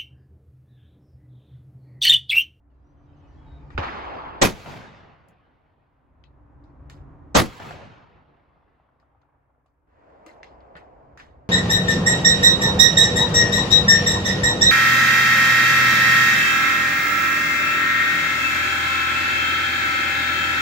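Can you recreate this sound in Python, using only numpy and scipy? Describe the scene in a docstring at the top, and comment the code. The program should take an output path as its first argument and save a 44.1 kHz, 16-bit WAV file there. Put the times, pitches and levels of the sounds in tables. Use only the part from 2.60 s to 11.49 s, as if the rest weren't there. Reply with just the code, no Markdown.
"""A black-powder rifle is fired twice from a wooden shelter at the end of a grassy lane between wooded banks.
Cap hiss and blast are shaped noise plus pressure pulses; they overload the microphone, and echoes roll back.
A neighbouring gun fires once; cracks, thumps and knocks are short noise and dying modes, faint tones are sines.
Behind lie a far roar and a low rumble with an engine drone, which drops at each blast and sinks on."""
import sys
import numpy as np
from scipy import signal
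from scipy.fft import rfft, irfft, next_fast_len
from scipy.io import wavfile
from scipy.ndimage import uniform_filter1d

SR = 44100
rng = np.random.default_rng(int(sys.argv[2]) if len(sys.argv) > 2 else 0)


def store_pcm(level_fs):
    """Save levels as 16-bit WAV."""
    pcm = np.round(np.clip(level_fs, -1, 1) * 32767).astype(np.int16)
    wavfile.write(sys.argv[1], SR, np.atleast_2d(pcm).T)


N = 392049

# the two rifle shots: [cap t/s, rise of the cap hiss/s, cap level/dB, blast t/s, blast level/dB,
# bass left over right/dB]
SHOTS = [(1.813, .008, -6.5, 1.828, -11.5, 4), (4.744, 0.01, -9, 4.768, -10.5, 1.5)]


def shot(cap_s, rise_s, cap_db, blast_s, blast_db, bass_left_db):
    """The cap spits and hisses at the breech; then the muzzle blast bounces between roof, posts and bench."""
    # colour of the cap hiss: [f/Hz, relative level/dB]
    cap_colour = [(35, -29.5), (60, -6), (527, -3.5), (4220, -15), (4640, -22.5), (6430, -15.5),
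                  (7400, -22.5), (8120, -16), (8710, -47), (16000, -43)]
    # colour of the muzzle blast: [f/Hz, relative level/dB]
    blast_colour = [(30, -7.5), (70, -1.5), (140, -2.5), (260, -1), (520, -4), (900, -4.5), (1500, -7),
                    (4000, -17.5), (7000, -23), (11000, -23), (16000, -30.5)]
    # decay under the roof: [f/Hz, time to fall 60 dB/s]
    shelter_decay = [(40, 0.23), (120, 0.32), (300, .22), (1000, 0.15), (4000, 0.17), (8000, .16),
                     (14000, .15)]
    # ring of lock, barrel and bench: [f/Hz, width/Hz, height/dB]
    lock_modes = [(258, 72, 3), (545, 68, 6.5), (1137, 40, 5.5), (1910, 100, 5), (4460, 180, 6.5),
                  (5360, 440, 7), (6030, 120, 8), (6550, 57, 8.5), (7700, 170, 7)]

    def cap_shape(hz, t):
        return read(cap_colour, hz) + bumps(lock_modes, hz)

    def blast_shape(hz, t):
        decay_db = 60 * np.maximum(t - .02, 0) / read(shelter_decay, hz)
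        return read(blast_colour, hz) + .5 * bumps(lock_modes, hz) - decay_db

    t = np.arange(round(.35 * SR)) / SR
    after_blast = np.maximum(t - (blast_s - cap_s), 0)
    hiss = np.minimum(t / rise_s, 1) ** 1.6 * np.exp(-after_blast / .005)
    cap = field(.35, cap_shape, alike=0.43, bass_left_db=bass_left_db, size=512)
    boom = field(.35, blast_shape, alike=0.99, bass_left_db=bass_left_db,
                 patchy_db=2, flicker_db=2, size=512)
    # shock front: a push and a rebound
    quick = t / 0.00071
    front = 2.5 * (1 - quick) * np.exp(-quick)
    # powder gas shoves the air aside, stronger on the left
    slow = t / 0.0082
    heave = .6 * slow * (1 - slow / 3) * np.exp(-slow) * gain_of([[6], [-6]])
    blast = boom * np.minimum(t / 0.0015, 1) + front + heave
    out = np.zeros((2, N))
    add(out, cap_s, gain_of(cap_db) * cap * hiss)
    add(out, blast_s, gain_of(blast_db) * blast)
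    return out


def echoes(blast_s):
    """Nearby trees answer brightly; the bank slaps back; later echoes lose treble to the air."""
    # near trees, then the far bank, then the valley: [t after the blast/s, level/dB]
    roll_level = [(.035, -41.5), (.13, -43.5), (.222, -44), (.235, -38), (.272, -35.5), (.36, -38.5),
                  (.5, -43.5), (.85, -56.5), (1.1, -62), (1.4, -66), (2.1, -82)]
    # colour of the rolling echo: [f/Hz, relative level/dB]
    roll_colour = [(30, -18.5), (100, 9.5), (300, -1), (800, 1), (1500, -4), (3000, -11.5), (6000, -22),
                   (10000, -31.5), (16000, -34)]
    bank_s, bank_db = .2318, -28  # delay and level of the slap from the far bank

    def roll_shape(hz, t):
        air_loss_db = 24 * np.clip(t - .3, 0, .55) * (hz / 5000) ** 2.0
        near_trees_db = 6 * (t < .19) * np.clip(hz / 4000, 0, 1)
        return read(roll_colour, hz) - air_loss_db + near_trees_db

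    out = np.zeros((2, N))
    add(out, *played(np.add(roll_level, [blast_s, 0]), roll_shape,
                     alike=0.94, patchy_db=2, flicker_db=1, size=1024))
    add(out, blast_s + bank_s, slap(bank_db))
    add(out, blast_s + bank_s + .02, ring(-36, 150, .3, .015))  # low thud behind the slap
    return out


def slap(db):
    """One strong dull echo: a broad low-pitched burst without ringing body."""
    return burst(db, 700, 1.5, 1, .2, -8, 0, body=[])


def neighbour_gun():
    """The other gun and its echoes: one noise field that follows their levels and loses treble."""
    # the gun and its echoes: [t/s, level/dB]
    gun_level = [(1.177, -24.5), (1.215, -31.5), (1.245, -28), (1.27, -32.5), (1.45, -33), (1.63, -33),
                 (1.822, -37)]
    # colour at the start: [f/Hz, relative level/dB]
    gun_colour = [(60, -22), (110, -7), (200, -14.5), (300, -5.5), (530, -5.5), (920, 0), (1900, -10.5),
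                  (3500, -19.5), (5500, -31), (9000, -56), (12000, -72.5), (16000, -100)]

    def gun_shape(hz, t):
        return read(gun_colour, hz) - 22 * t * (hz / 5000) ** 0.94

    return played(gun_level, gun_shape, alike=0.94, lead_s=.00043, patchy_db=2, size=512)


def burst(db, hz, octaves, pitch, t60, tail_db, pan_db, body=None):
    """A crack: a snap with a few quick rebounds that ring the struck body, then a tail that loses its treble first."""
    if body is None:
        # modes of the struck body, before the pitch ratio: [f/Hz, width/Hz, height/dB]
        body = [(1580, 170, 6.5), (2030, 130, 10.5), (2685, 51, 4.5), (3360, 170, -0.5), (4080, 160, 5),
                (5560, 310, 1.5)]
    snap_db, snap_turns = 4, 26  # first contact: level before the crack's own, cycles to die by 60 dB

    def colour(f):
        return -6 * (np.log2((f + 50) / hz) / octaves) ** 2 + bumps(body, f / pitch)

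    def crack_shape(f, t):
        return colour(f) - 60 * t / t60 * ((f + 500) / 3000) ** 0.057

    t = np.arange(round(.4 * SR)) / SR
    noise = field(.4, crack_shape, alike=0.84, lead_s=0.000426, patchy_db=3.0)
    rebounds = 0
    for late, size in rng.random((3, 2)) * [.03, .4]:  # up to 30 ms late
        rebounds = rebounds + size * np.exp(-(t - late) / 0.00077) * (t > late)
    out = noise * np.minimum(t / .0008, 1) * (np.exp(-t / .002) + rebounds + gain_of(tail_db))
    add(out, 0, ring(snap_db, hz, snap_turns / hz, .0003))
    for f, width, _ in body:
        add(out, 0, ring(colour(f * pitch) - 12, f * pitch, 4.4 / width, 0.00084))
    return gain_of(db - 9.0) * out * gain_of([[pan_db / 2], [-pan_db / 2]])


def ring(db, hz, t60, rise_s):
    """One dying mode with a soft start."""
    t = np.arange(round(.25 * SR)) / SR
    envelope = gain_of(db - 60 * t / t60) * (1 - np.exp(-t / rise_s))
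    return (envelope * np.sin(2 * np.pi * hz * t))[None]


def knocks():
    """Faint dull knocks at set times, and many fainter ones scattered among them."""
    # the clear knocks: [t/s, level/dB, f/Hz]
    clear_knocks = [(5.96, -61, 1002), (6.028, -60.5, 915), (6.199, -59, 896), (6.288, -60.5, 1155),
                    (6.428, -57.5, 1024), (6.549, -60, 940), (7.059, -65, 947)]
    out = np.zeros((2, N))
    for s, db, hz in clear_knocks:
        add(out, s, knock(db, hz))
    for when, loud, pitch in rng.random((50, 3)):
        add(out, 5.9 + 1.2 * when, knock(-72 + 6 * loud, 700 + 450 * pitch))
    return out


def knock(db, hz):
    """A dull knock: a cluster of six short modes round one pitch."""
    return sum(ring(db - 1 - 4 * loud, hz * (.55 + .75 * pitch), .04, .0007)
               for pitch, loud in rng.random((6, 2)))


def twitter():
    """Short, slightly hoarse tones over a soft rustle."""
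    # faint tones at set times: [t/s, length/s, f/Hz, glide as a ratio, level/dB]
    set_tones = [(.23, .12, 5740, 1.045, -89), (.36, .12, 6000, 1.01, -92), (.56, .06, 6250, .97, -85),
                 (.66, .13, 5950, .97, -87), (.62, .068, 2550, .995, -77), (.63, .11, 2950, .995, -79),
                 (.68, .14, 1780, .995, -75.5), (.75, .15, 3320, .995, -79), (.845, .16, 3805, .994, -70.5),
                 (.85, .066, 876, .995, -59.5), (.9, .07, 1556, .995, -69.5), (.95, .045, 693, .995, -63),
                 (.98, .094, 867, .995, -62)]
    # soft rustle: [t/s, level/dB]
    rustle_level = [(.1, -89), (.4, -82), (.7, -72.5), (1., -70.5), (1.15, -76)]
    out = np.zeros((2, N))
    for s, seconds, hz, glide, db in set_tones:
        add(out, *whistle([(s, hz, db), (s + seconds, hz * glide, db)]))
    for when, pitch in rng.random((14, 2)):  # more scattered faint tones, later ones louder
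        s, hz = .28 + .72 * when, 1800 * 2.3 ** pitch
        db = -95 + 14 * s
        add(out, *whistle([(s, hz, db), (s + .09, hz, db)]))
    add(out, *played(rustle_level, lambda hz, t: -7 * np.log2((hz + 50) / 2200) ** 2,
                     patchy_db=3.5, size=1024))
    return out


def whistle(rows):
    """A thin tone, unsteady in pitch and level, along rows of (t/s, f/Hz, level/dB)."""
    s, hz, db = np.transpose(rows)
    t = np.arange(s[0], s[-1], 1 / SR)
    shake, waver = uniform_filter1d(rng.standard_normal((2, len(t))), size=500)
    pitch_hz = np.interp(t, s, hz) + 10 * evened(shake)
    tone = np.sqrt(2) * np.sin(2 * np.pi * np.cumsum(pitch_hz) / SR)
    level = gain_of(np.interp(t, s, db) + 2.5 * evened(waver))
    return s[0], (level * tone * signal.windows.tukey(len(t), .4))[None]


def roar():
    """A far roar, maybe gunfire rolling in from down the valley: its treble comes first; it rises, holds and falls."""
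    # colour once the early treble is gone: [f/Hz, relative level/dB]
    roar_colour = [(90, -40), (150, -11.5), (280, -9), (450, -2), (660, 0), (950, -5), (1300, -15.5),
                   (2000, -24.5), (3300, -40), (5500, -48), (9000, -59), (14000, -90)]
    start, start_db, rise_s = 7.27, -72, .13  # start/s, level/dB, time constant of the rise/s
    hold_db, until, fall_db_per_s = -48.5, 8.16, -10.5  # held level, end of the hold/s, slope after it

    def roar_shape(hz, t):
        early_treble_db = 13 * np.exp(-t / .3) * np.clip(np.log2((hz + 1) / 900), 0, 1)
        return read(roar_colour, hz) + early_treble_db

    s = np.arange(start, N / SR, .01)
    rise_db = (start_db - hold_db) * np.exp(-(s - start) / rise_s)
    db = hold_db + rise_db + fall_db_per_s * np.maximum(s - until, 0)
    return played(np.c_[s, db], roar_shape, alike=0.86, lead_s=0.00041, size=1024)


def rumble():
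    """Low outdoor rumble with a far engine drone, and a far murmur that shows in the lulls."""
    # three swells, the first two cut by a shot: [start t/s, top t/s, top level/dB, level at the end/dB]
    swells = [(-.05, 1.114, -43, -48), (3.319, 4.406, -43.5, -45.5), (7.22, 8.405, -55, -54)]
    # colour of the rumble: [f/Hz, relative level/dB]
    rumble_colour = [(15, -30.5), (30, -10.5), (50, -2.5), (90, -4.5), (200, -18), (320, -14), (450, -20),
                     (1000, -20.5), (1900, -35), (2800, -49.5), (4500, -62), (8000, -67.5), (12000, -100)]
    # far engine drone within the noise: [f/Hz, width/Hz, height/dB]
    hum_modes = [(62, 12, 5), (90, 12, 4), (142, 12, 12), (255, 9, 11), (288, 9, 12)]
    # far murmur: [t/s, level/dB]
    murmur_level = [(0, -96), (.7, -72), (3.3, -73.5), (5.9, -70), (6.8, -70.5), (7.22, -77.5), (7.5, -67),
                    (8.89, -72)]
    quiet_db, bend = -69.5, 0.5  # level between the swells; rise is quick at first
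    lull_db, sink_db_per_s = -62.5, -3  # level right after a shot, sinking on from there

    s = np.arange(0, N / SR, .01)
    level_db = np.full(len(s), quiet_db)
    ends = [row[3] for row in SHOTS] + [N / SR]
    for (start, top, top_db, end_db), end in zip(swells, ends):
        progress = np.clip((s - start) / (top - start), 0, 1)
        rise = quiet_db + (top_db - quiet_db) * progress ** bend
        swell = np.where(s < top, rise, np.interp(s, [top, end], [top_db, end_db]))
        lull = lull_db + sink_db_per_s * (s - end)
        level_db = np.maximum(level_db, np.where(s < end, swell, lull))
    lift_db = -0.1384 * (level_db + 61)  # the bass swells more than the rest

    def rumble_shape(hz, t):
        lifted = np.interp(t, s, lift_db) * np.clip(np.log2((hz + 1) / 150) / 2.0, 0, 1)
        return read(rumble_colour, hz) + bumps(hum_modes, hz) + lifted

    out = drone(s, level_db) * np.ones((2, 1))
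    add(out, *played(murmur_level, lambda hz, t: -7.5 * np.log2((hz + 50) / 800) ** 2,
                     patchy_db=1.5, flicker_db=1.5, size=1024))
    add(out, *played(np.c_[s, level_db], rumble_shape, alike=1.2, size=4096))
    return out


def drone(s, level_db):
    """Slightly wavering engine lines that follow the rumble."""
    # clear lines of the drone: [f/Hz, level over the rumble/dB]
    engine_lines = [(62.5, -10.5), (249, -22), (286.5, -19)]
    t = np.arange(N) / SR

    def slow_waver():
        return evened(np.interp(t, s, uniform_filter1d(rng.standard_normal(len(s)), size=25)))

    lines = 0
    for hz, db in engine_lines:
        level = gain_of(db + 4.1 * slow_waver())
        pitch_hz = hz * (1 + 0.009 * slow_waver())
        lines = lines + level * np.sin(2 * np.pi * np.cumsum(pitch_hz) / SR)
    return (np.sqrt(2) * lines * gain_of(np.interp(t, s, level_db)))[None]


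def field(seconds, shape, alike=0.37, lead_s=0., bass_left_db=0., patchy_db=1.0, flicker_db=0.5, size=256):
    """Countless small arrivals: random spectra shaped in dB by shape(hz, t); the right ear leads by lead_s."""
    # left-right likeness, before the factor alike: [f/Hz, likeness 0-1]
    likeness = [(40, 0.74), (200, 0.63), (700, 0.4), (1500, 0.1), (2600, .8), (3500, .5), (4500, 0.76),
                (5800, 0.49)]
    count, hop = round(seconds * SR), size // 4
    hz = np.fft.rfftfreq(size, 1 / SR)[:, None]
    t = np.arange(count // hop + 6) * hop / SR
    a, b, c, d, patches = rng.standard_normal((len(t), len(hz), 5)).T
    flicker = patches[0]  # one value a frame, for all frequencies
    patches = uniform_filter1d(patches, size=5, axis=0)
    patches = evened(uniform_filter1d(patches, size=12, axis=1))
    same = np.clip(alike * read(likeness, hz), 0, 1)
    left = a + 1j * b
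    right = same * left * np.exp(2j * np.pi * hz * lead_s) + np.sqrt(1 - same ** 2) * (c + 1j * d)
    # bass leans left, treble a little right
    lean = gain_of(bass_left_db / 2 * np.clip(np.log2(500 / (hz + 30)) / 3, -.4, 1))
    level = gain_of(shape(hz, t) + patchy_db * patches + flicker_db * flicker)
    spectra = np.array([left * lean, right / lean]) * level
    # about rms 1 at the start
    scale = np.sqrt(2 / 3 * np.sum(gain_of(shape(hz, t[:1])) ** 2))
    return signal.istft(spectra / scale, nperseg=size, noverlap=size - hop)[1][:, :count]


def played(rows, shape, **how):
    """A field whose level follows a (t/s, level/dB) curve; returns its start and sound."""
    s, db = np.transpose(rows)[:2]
    x = field(s[-1] - s[0], shape, **how)
    t = np.arange(x.shape[1]) / SR
    ends = np.clip(np.minimum(t, t[::-1]) / .002, 0, 1)
    return s[0], x * gain_of(np.interp(s[0] + t, s, db)) * ends


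def bumps(modes, hz):
    """Resonances as dB bumps on a spectrum."""
    return sum(db / (1 + (2 * (hz - f) / width) ** 2) for f, width, db in modes)


def read(points, hz):
    """Reads a spectrum on a log-frequency axis."""
    f, value = np.transpose(points)
    return np.interp(np.log(hz + 1), np.log(f + 1), value)


def gain_of(db):
    """dB to gain."""
    return 10 ** (np.asarray(db) / 20)


def evened(x):
    """Scales to rms 1."""
    return x / np.sqrt(np.mean(x ** 2) + 1e-20)


def add(mix, s, sound):
    """Mixes a sound in at a time."""
    part = mix[:, round(s * SR):][:, :sound.shape[-1]]
    part += sound[..., :part.shape[1]]


def scene():
    """Shots and echoes up front, small events around, roar and rumble far behind."""
    # low thumps: [t/s, level/dB, f/Hz, time to fall 60 dB/s]
    thumps = [(0.916, -36, 70, 0.17), (1.035, -36, 54, 0.12), (1.148, -25, 66, 0.35),
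              (1.187, -13, 83, 0.083), (7.663, -41, 320, 0.116), (8.151, -43, 173, 0.094)]
    # sharp cracks: [t/s, level/dB, centre f/Hz, octaves from centre to -6 dB, pitch of the body as a ratio,
    # time to fall 60 dB/s, tail/dB, left over right/dB]
    cracks = [(1.104, -35.5, 1190, 1.27, .9, 0.76, -11.5, 3), (1.1775, -24, 1320, 1.08, .9, 0.17, -4, -18),
              (1.232, -28, 1480, 0.96, .9, 0.92, 2, -1), (2.685, -55, 8000, 1.05, 1.1, .12, -8, 4),
              (3.639, -42, 3100, 0.55, .97, .19, -15, 7), (4.039, -64.5, 3970, 0.55, 0.95, .3, -3, -2),
              (4.2978, -35.5, 2170, 1.45, .91, 0.27, -8.5, -0.5),
              (6.399, -64, 2510, 1.05, .9, 0.18, -4.5, 4), (6.616, -66, 2600, .82, .9, 0.14, -4, 6),
              (7.061, -69, 3500, 1.05, .9, 0.17, -4, -2), (7.663, -35.5, 1206, 1.64, 1.02, 0.32, -6.5, 1.5),
              (7.8308, -32, 2460, 0.86, 1.01, 0.31, -11, 1), (8.005, -58.5, 3200, .54, 1.1, 0.17, -2.5, 2),
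              (8.1535, -38.5, 1220, 0.99, 0.96, 0.27, 2, -1), (8.165, -45.5, 1700, 1.25, .93, 0.23, 2, 3.5),
              (8.574, -40.5, 1676, 1.33, .93, 0.39, -2, -2), (8.591, -40, 1770, 1.14, .94, 0.23, -1, -4),
              (8.598, -38.5, 1760, 1.02, 0.87, 0.22, -1.3, 3)]
    mix = np.zeros((2, N))
    for row in SHOTS:
        mix += shot(*row) + echoes(row[3])
    add(mix, 5.1075, slap(-24.5))  # one more strong echo
    add(mix, *neighbour_gun())
    for s, db, hz, t60 in thumps:
        add(mix, s, ring(db, hz, t60, 0.0023))
    for s, *row in cracks:
        add(mix, s, burst(*row))
    mix += knocks() + twitter()
    add(mix, *roar())
    return mix + rumble()


def record(dry):
    """Soft overload; above about 6-8 kHz both channels share one treble, the right turned in phase as pitch rises."""
    size = next_fast_len(N + 4096)
    left, right = rfft(.88 * np.tanh(dry / .96), size)
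    hz = np.fft.rfftfreq(size, 1 / SR)
    shared = .97 * np.clip((hz - 5800) / 2200, 0, 1)  # how much of the right is the left's treble
    turn = np.exp(2j * np.pi * (hz - 6900) / 4270)
    right = shared * left * turn + np.sqrt(1 - shared ** 2) * right
    wet = irfft(np.array([left, right]), size)[:, :N]
    wet = wet + gain_of(-98) * rng.standard_normal((2, N))  # faint hiss
    edge = signal.firwin(511, 16100, window=("kaiser", 9), fs=SR)  # upper edge of the sound, Hz
    return signal.oaconvolve(wet, edge[None], "same")


dry = scene()
out = record(dry)
store_pcm(out)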